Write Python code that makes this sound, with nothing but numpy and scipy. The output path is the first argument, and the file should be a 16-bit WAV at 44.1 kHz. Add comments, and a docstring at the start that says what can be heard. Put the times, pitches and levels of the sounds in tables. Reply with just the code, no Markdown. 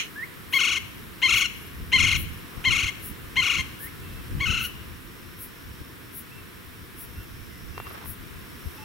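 """Prairie dog on windy grassland

Off to the left, one bark is just dying away and six more follow, each a rising yelp that breaks into a
fast pitch trill, coloured by the throat and scattered by the field. Katydids rasp their wing files,
a cricket trills, far birds whistle, dry grass snaps and the wind buffets the microphone."""
import sys
import numpy as np
from scipy import signal
from scipy.fft import rfft, irfft, next_fast_len
from scipy.io import wavfile
from scipy.ndimage import uniform_filter1d

SR = 44100
rng = np.random.default_rng(int(sys.argv[2]) if len(sys.argv) > 2 else 0)


def persist_wave(psi):
    """Save psi, clipped to +-1, as 16-bit WAV."""
    counts = np.round(np.clip(psi, -1, 1) * 32767).astype(np.int16)
    wavfile.write(sys.argv[1], SR, np.atleast_2d(counts).T)


N = 389844
T = np.arange(N) / SR

# resonances of the prairie dog's throat and mouth: (frequency [Hz], gain [dB])
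THROAT = [(700, -30.5), (1100, -18.5), (1500, -15), (1750, -15), (2130, -2.5), (2500, -3.5), (2950, 2),
          (3350, -7.5), (3600, -17), (4150, -8.5), (4800, -29), (5600, -13.5), (6900, -13.5), (7700, -29),
          (9500, -25), (11000, -31.5), (15500, -36)]


def from_db(db):
    return 10 ** (np.asarray(db) / 20)


def rms_one(x):
    return x / np.sqrt(np.mean(x ** 2) + 1e-20)


def in_time(points):
    return np.interp(T, *np.transpose(points))


def at_hz(points, hz):
    """Read a curve along a log frequency axis."""
    knot_hz, values = np.transpose(points)
    return np.interp(np.log(np.maximum(hz, 1)), np.log(knot_hz), values)


def panned(x, pan_db):
    """Stereo, with the left pan_db louder than the right."""
    return np.array([x * from_db(pan_db / 2), x * from_db(-pan_db / 2)])


def coloured(x, spectrum):
    """Equalise by a curve of (frequency [Hz], gain [dB])."""
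    size = next_fast_len(x.shape[-1])
    gain = from_db(at_hz(spectrum, np.arange(size // 2 + 1) * SR / size))
    return irfft(rfft(x, size) * gain, size)[..., :x.shape[-1]]


def drift(rate_hz, size=N):
    """Random wander of RMS 1: noise twice through a one-pole low-pass."""
    r = np.exp(-2 * np.pi * rate_hz / SR)
    return rms_one(signal.lfilter([1], [1, -2 * r, r * r], rng.standard_normal(size + 9000))[9000:])


def resonance(x, hz, width_hz, passes=2):
    """Two-pole band-passes in series."""
    r = np.exp(-np.pi * width_hz / SR)
    gain = (1 - r * r) / 2
    for _ in range(passes):
        x = signal.lfilter([gain, 0, -gain], [1, -2 * r * np.cos(2 * np.pi * hz / SR), r * r], x)
    return x


def swells(rows):
    """Bell-shaped stereo envelopes from (middle [s], half length [s], level [dB], pan [dB])."""
    out = np.zeros((2, N))
    for s, half, db, pan_db in rows:
        span = slice(max(int((s - 2 * half) * SR), 0), int((s + 2 * half) * SR))
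        out[:, span] += panned(np.exp(-2 * ((T[span] - s) / half) ** 2) * from_db(db), pan_db)
    return out


def gate(start, end, fade_s):
    """Fade in, hold at 1, fade out."""
    return np.clip(np.minimum(T - start, end - T) / fade_s, 0, 1)


def pulses(per_s, decay):
    """Stereo noise in decaying pulses at a slightly uneven rate."""
    cycle = np.cumsum(per_s * (1 + 0.044 * drift(14))) / SR % 1
    return rng.standard_normal((2, N)) * np.exp(-decay * cycle)


def fading_bark(level_db=-23.5, t60_s=0.19):
    """The echoes of an earlier bark die away as throat-coloured noise."""
    noise = rms_one(coloured(rng.standard_normal((2, N)), THROAT))
    return noise * from_db(level_db - 60 * T / t60_s)


def wind():
    """Wind buffets the microphone: lumpy rumble, mostly separate on each side."""
    # rumble colour: (frequency [Hz], gain [dB])
    buffet = [(12, -39), (20, -7.5), (82, 3), (109, -2), (230, -13.5), (366, -20.5), (400, -34.5),
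              (520, -28), (880, -120)]
    # breeze under the gusts: (time [s], level [dB])
    breeze = [(0, -55), (.8, -47), (1.6, -48), (2.1, -35.5), (2.5, -53), (3.3, -42.5), (3.8, -49.5),
              (4.4, -41.5), (5.1, -49), (6.5, -53), (7.5, -44.5), (8.84, -50.5)]
    # single gusts: (middle [s], half length [s], level [dB], pan [dB])
    gusts = [(1.34, 0.055, -39.5, -3), (1.79, 0.098, -43, -5), (2.0, .07, -30, -2), (2.2, 0.19, -36.5, -3),
             (2.58, .03, -42, 10), (2.72, 0.087, -34.5, 2), (2.85, 0.035, -35, -8), (3.12, 0.027, -40, -15),
             (3.39, .05, -38.5, -4), (3.6, 0.059, -32.5, -4), (4.07, 0.14, -41.5, 3),
             (4.37, 0.094, -38.5, -5), (4.55, 0.11, -34, 4), (5.7, 0.063, -46, -3), (5.81, 0.017, -32, 3),
             (6.97, .04, -49, -2), (7.19, 0.023, -38, -6), (7.41, 0.032, -43, -4), (7.67, 0.075, -45, -9),
             (8.22, 0.019, -46, 1), (8.39, 0.055, -51, 9), (8.67, 0.029, -34.5, -1)]
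    shared, left, right = rng.standard_normal((3, N))
    rumble = rms_one(coloured(np.array([left + 0.59 * shared, right + 0.53 * shared]), buffet))
    lumps = from_db([4.4 * drift(7.8), 2.1 * drift(2.2)])
    return rumble * lumps * (from_db(in_time(breeze)) + swells(gusts))


def air():
    """A wide bed of noise: the distant hum of the plain and microphone hiss."""
    # bed colour: (frequency [Hz], gain [dB])
    colour = [(59, -23), (100, -1.5), (349, -6), (510, -12.5), (592, -21.5), (686, -17.5), (779, -23.5),
              (1000, -13.5), (1710, -12), (3810, -20.5), (4610, -26), (5580, -27.5), (6330, -31),
              (11500, -23.5), (15700, -23.5)]
    # bed loudness: (time [s], level [dB])
    levels = [(0.0, -42), (2.0, -42.5), (2.6, -41.5), (4.5, -41.5), (5.0, -43.5), (7.5, -44), (8.84, -42)]
    # stereo likeness: (frequency [Hz], left-right correlation [0-1])
    likeness = [(60, 0.22), (150, 0.11), (380, 0.12), (950, 0.33), (2380, 0.014), (5980, 0.55),
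                (15000, 0.35)]
    size = next_fast_len(N)
    hz = np.arange(size // 2 + 1) * SR / size
    mid, side = rfft(rng.standard_normal((2, size))) * from_db(at_hz(colour, hz))
    alike = at_hz(likeness, hz)
    stereo = np.sqrt(1 + alike) * mid + np.sqrt(1 - alike) * side * [[1], [-1]]
    return rms_one(irfft(stereo, size)[:, :N]) * from_db(in_time(levels))


def cricket(dip_db=-9, dip_half_s=.04):
    """A fast trill of noise pulses in one narrow band, with brief dips in level."""
    # trill loudness: (time [s], level [dB])
    levels = [(0, -66), (2.6, -61.5), (4, -63.5), (5.8, -61.5), (6.6, -65), (7.7, -58), (8.3, -63.5),
              (8.84, -57)]
    # dips in the trill: (middle [s])
    dips = [.3, 1.1, 2.26, 3.2, 4.05, 5.03, 5.98, 6.9, 7.83, 8.17]
    mid, side = pulses(per_s=95, decay=0.75)
    band = resonance(np.array([mid + .5 * side, mid - .5 * side]), hz=5455, width_hz=710)
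    duck_db = sum(dip_db * np.exp(-((T - s) / dip_half_s) ** 4) for s in dips)
    return rms_one(band) * from_db(in_time(levels) + duck_db)


def birds(scoop_s=0.0213, upturn_s=.025, waver_db=2.5):
    """Far whistles: gliding sines whose level wavers on the way."""
    # notes: (start [s], length [s], pitch [Hz], level [dB], scoop [Hz], climb [Hz/s], upturn [Hz])
    whistles = [(0.152, 0.1, 1636, -39.5, 88, 3300, 390), (3.797, .093, 1654, -46.5, 50.5, 3292, 398),
                (4.01, 0.21, 2690, -55.5, 45, -200, 0), (6.304, 0.12, 2700, -55, 289, -300, 0),
                (7.15, .105, 2710, -56, 18.5, 200, 0), (7.167, 0.065, 1450, -56, 19.5, 0, 0),
                (7.5, .1, 2040, -62, -1.5, -300, 4), (7.727, 0.18, 2716, -54.5, 22.5, 200, 4),
                (8.77, .1, 2630, -54.5, 87, 900, 0), (8.78, 0.088, 867, -51, 3.5, 0, 0)]
    out = np.zeros(N)
    for start, length, held_hz, db, scoop_hz, climb, upturn_hz in whistles:
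        t = np.clip(T - start, 0, length)
        scoop = scoop_hz * np.clip(1 - t / scoop_s, 0, 1)
        upturn = upturn_hz * np.clip(1 - (length - t) / upturn_s, 0, 1)
        hz = held_hz + climb * t - scoop + upturn
        tone = np.sqrt(2) * np.sin(2 * np.pi * np.cumsum(hz) / SR)
        out += tone * from_db(db) * gate(start, start + length, fade_s=.12 * length)
    return panned(out * from_db(waver_db * drift(30)), pan_db=0.46)


def field(calls, near_db=-9, near_t60_s=.11, far_db=-12, far_t60_s=0.7):
    """Scatter from nearby ground and mounds, and a dull tail from afar, different on each side."""
    t = T[:SR]
    near = rms_one(rng.standard_normal((2, SR)) * from_db(-60 * t / near_t60_s)) * from_db(near_db)
    far = rms_one(rng.standard_normal((2, SR)) * from_db(-60 * t / far_t60_s)) * from_db(far_db)
    dull_tail = signal.lfilter([.6], [1, -.5], far)
    return signal.fftconvolve(calls, (near + dull_tail) / np.sqrt(SR), axes=1)[:, :N]


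def yelp(start, length, top_hz, db):
    """The voice swoops up and sags: knots of (time [s], pitch [Hz], level [dB])."""
    return [(start, .655 * top_hz, db - 13.5),
            (start + .012, .93 * top_hz, db + 1.5),
            (start + .024, top_hz, db),
            (start + length, .935 * top_hz, db + 1),
            (start + .055, .935 * top_hz, db - 4)]


def trill(start, end, level_db, low_hz, final_hz):
    """The voice leaps and slides back, weaker each beat: knots of (time [s], pitch [Hz], level [dB])."""
    # tops of the leaps in all barks: (time [s], pitch [Hz])
    tops = [(.595, 1510), (0.636, 1430), (.675, 1490), (.712, 1500), (.752, 1526), (1.292, 1380),
            (1.325, 1410), (1.362, 1487), (1.402, 1500), (1.442, 1495), (1.987, 1440), (2.025, 1391),
            (2.066, 1510), (2.107, 1506), (2.145, 1506), (2.708, 1420), (2.750, 1372), (2.782, 1472),
            (2.824, 1516), (2.860, 1496), (3.425, 1442), (3.460, 1484), (3.499, 1440), (3.533, 1394),
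            (3.569, 1448), (4.458, 1520), (4.501, 1523), (4.537, 1488), (4.564, 1455), (4.597, 1544),
            (4.635, 1506)]
    leap_s, hold_s, slide_s = .010, .005, .013
    beat_loss_db, last_loss_db, low_rise_hz = 1.13, 1.5, 5.66
    beats = [(s, hz) for s, hz in tops if start < s < end]
    next_tops = [s for s, _ in beats[1:]] + [end + leap_s]
    knots = []
    for k, ((s, top_hz), next_s) in enumerate(zip(beats, next_tops)):
        last = next_s > end
        db = level_db - beat_loss_db * k - last_loss_db * last
        landing_hz = final_hz if last else low_hz + low_rise_hz * k
        knots += [(s, top_hz, db), (s + hold_s, top_hz, db),
                  (s + hold_s + slide_s, landing_hz, db + 1), (next_s - leap_s, landing_hz, db + 1)]
    return knots + [(end + 0.023, final_hz, -60)]


def breath(size, hoarseness):
    """Rasp through the throat, hiss in the mouth's top resonance and a low puff."""
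    rasp = from_db(-10) * rms_one(coloured(rng.standard_normal(size), THROAT))
    hiss = from_db(-26) * rms_one(resonance(rng.standard_normal(size), hz=6400, width_hz=1500))
    puff = from_db(-32) * rms_one(resonance(rng.standard_normal(size), hz=320, width_hz=150, passes=1))
    return (rasp + hiss) * hoarseness + puff


def bark(start, end, top_hz, yelp_db, trill_db, low_hz, final_hz, fundamental_db, bright_db, rough):
    """Harmonics of a gliding pitch pass the throat; breath and unsteadiness grow into the trill."""
    yelp_s, full_slide_hz_per_s = .04625, 41000
    leap_dip_db, slide_bright_db, high_db, yelp_dull_db = -3.5, 2.5, -3, -7
    knots = yelp(start, yelp_s, top_hz, yelp_db) + trill(start, end, trill_db, low_hz, final_hz)
    s, hz, db = np.array(sorted(knots)).T
    span = slice(int(start * SR), int((end + .008) * SR))
    t = T[span]
    hoarseness = np.clip((t - start) / 0.13, .25, 1)
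    unsteady = rough * hoarseness
    glide = uniform_filter1d(np.interp(t, s, hz), size=200)
    falling = np.clip(-np.gradient(glide) * SR / full_slide_hz_per_s, -1, 1)   # negative on the way up
    leaping = np.clip(-falling, 0, 1) * (t > start + yelp_s)
    in_yelp = np.clip(3 - 2 * (t - start) / yelp_s, 0, 1)
    level = from_db(np.interp(t, s, db) + leap_dip_db * leaping)
    pitch = glide * (1 + 0.037 * unsteady * drift(273, len(t)))
    phase = 2 * np.pi * np.cumsum(pitch) / SR
    voice = 0
    for k in range(1, 13):
        flutter = np.clip(1 + unsteady * (0.32 + 0.39 * k) * drift(174, len(t)), 0, 3)
        partial_db = at_hz(THROAT, k * pitch) + fundamental_db * (k == 1)
        partial_db += (bright_db + slide_bright_db * falling) * (k >= 3)
        partial_db += (high_db + yelp_dull_db * in_yelp) * (k >= 5)
        voice += flutter * from_db(partial_db) * np.sin(k * phase + rng.uniform(0, 2 * np.pi))
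    out = np.zeros(N)
    out[span] = (voice + breath(len(t), hoarseness)) * level
    return out


def prairie_dog():
    """Six trilled barks from the left."""
    # barks: (start [s], end [s], yelp top [Hz], yelp level [dB], trill level [dB], trill low [Hz],
    # final pitch [Hz], fundamental gain [dB], gain from harmonic 3 up [dB], pan [dB], roughness [0-1])
    barks = [(.526, 0.778, 1130, -17, -18.5, 1085, 1073, 2, -1.5, 5.5, 0.2),
             (1.218, 1.46, 1095, -16, -17.5, 1085, 1378, 1, -1, 5.5, 0.27),
             (1.919, 2.167, 1088, -14, -17, 1065, 1084, -0.5, -2.5, 5, 0.28),
             (2.641, 2.892, 1091, -17.5, -19.5, 1089, 1073, 1, -2.5, 5.5, 0.32),
             (3.358, 3.611, 1092, -17.5, -19.5, 1094, 1051, 2.5, -3.5, 5.5, 0.35),
             (4.396, 4.661, 1140, -22.5, -23, 1285, 1423, 5, -5, 4.5, 0.36)]
    return sum(panned(bark(*shape, rough), pan_db) for *shape, pan_db, rough in barks)


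def near_katydids(half_s=0.055):
    """File teeth excite the wing; each rasp swells and fades."""
    # rasps: (middle [s], level [dB], pan [dB])
    rasps = [(0.555, -37.5, 5), (1.38, -40.5, 17), (2.20, -36.5, 4), (3.065, -36, 4), (3.839, -37, 4),
             (4.646, -35.5, 3), (5.428, -38.5, 4), (6.176, -38, 5), (7.016, -39.5, 4), (8.098, -38, 5.5)]
    # wing resonances: (frequency [Hz], width [Hz], gain [dB])
    modes = [(10540, 1300, 3.5), (11570, 2000, 11), (16000, 2000, 10)]
    teeth = pulses(per_s=210, decay=0.49)
    teeth = teeth + 0.5 * teeth.sum(axis=0)   # narrows the stereo image
    wing = rms_one(sum(from_db(db) * resonance(teeth, hz, width) for hz, width, db in modes))
    return wing * swells([(s, half_s, db, pan_db) for s, db, pan_db in rasps])


def far_katydid(step_s=.047, half_s=0.025, first_stroke_db=-4, pan_db=-5):
    """File teeth ring one wing resonance in phrases of four strokes, the first softer."""
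    # phrases: (middle of the first stroke [s], level [dB])
    phrases = [(.9, -56), (1.53, -49.5), (2.245, -51), (7.095, -52.5), (7.795, -49.5), (8.62, -51.5)]
    teeth = pulses(per_s=210, decay=1.0)
    wing = rms_one(resonance(teeth, hz=11800, width_hz=2600))
    return wing * swells([(s + k * step_s, half_s, db + first_stroke_db * (k == 0), pan_db)
                          for s, db in phrases for k in range(4)])


def grass(click_cutoff_hz=2100, tail_db=-7, tail_t60_s=.025):
    """Dry stalks snap, each a dull click with a short noisy tail, and rustle in crackly spells."""
    # dry grass colour: (frequency [Hz], gain [dB])
    colour = [(240, -28), (400, 0.5), (636, -9), (1120, -1), (3820, -17), (5560, -26), (8000, -36),
              (10400, -60), (17600, -120)]
    # snapping stalks: (time [s], peak [dB], pan [dB])
    snaps = [(7.779, -21.5, 0), (7.801, -26, 1), (7.869, -34, 2), (8.058, -31.5, 2)]
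    # rustles: (start [s], end [s], level [dB])
    rustles = [(2.399, 2.49, -61), (2.507, 2.634, -48), (7.834, 8.061, -45)]
    noise = rms_one(coloured(rng.standard_normal((2, N)), colour))
    impulse = np.arange(N) == N // 2
    low_pass = signal.butter(2, click_cutoff_hz, fs=SR, output="sos")
    click = signal.sosfilt(low_pass, coloured(impulse, colour))
    click /= click.max()
    clicks = tails = 0
    for s, db, pan_db in snaps:
        clicks += panned(from_db(db) * np.roll(click, int(s * SR) - N // 2), pan_db)
        tails += panned(from_db(db + tail_db - 60 * np.abs(T - s) / tail_t60_s) * (T >= s), pan_db)
    spells = sum(from_db(db) * gate(start, end, fade_s=0.018) for start, end, db in rustles)
    crackle = spells * from_db(2.4 * drift(60))
    return clicks + noise * (tails + crackle)


def scene():
    """Barks and whistles echo over the field; insects, grass and wind stay dry."""
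    calls = prairie_dog() + birds()
    return (calls + field(calls) + fading_bark() + near_katydids() + far_katydid() + cricket()
            + grass() + wind() + air())


def record(dry):
    """A steep low-pass cuts the very top."""
    cutoff_hz = 15800
    return signal.sosfilt(signal.ellip(12, .5, 75, cutoff_hz, fs=SR, output="sos"), dry)


dry = scene()
out = record(dry)
persist_wave(out)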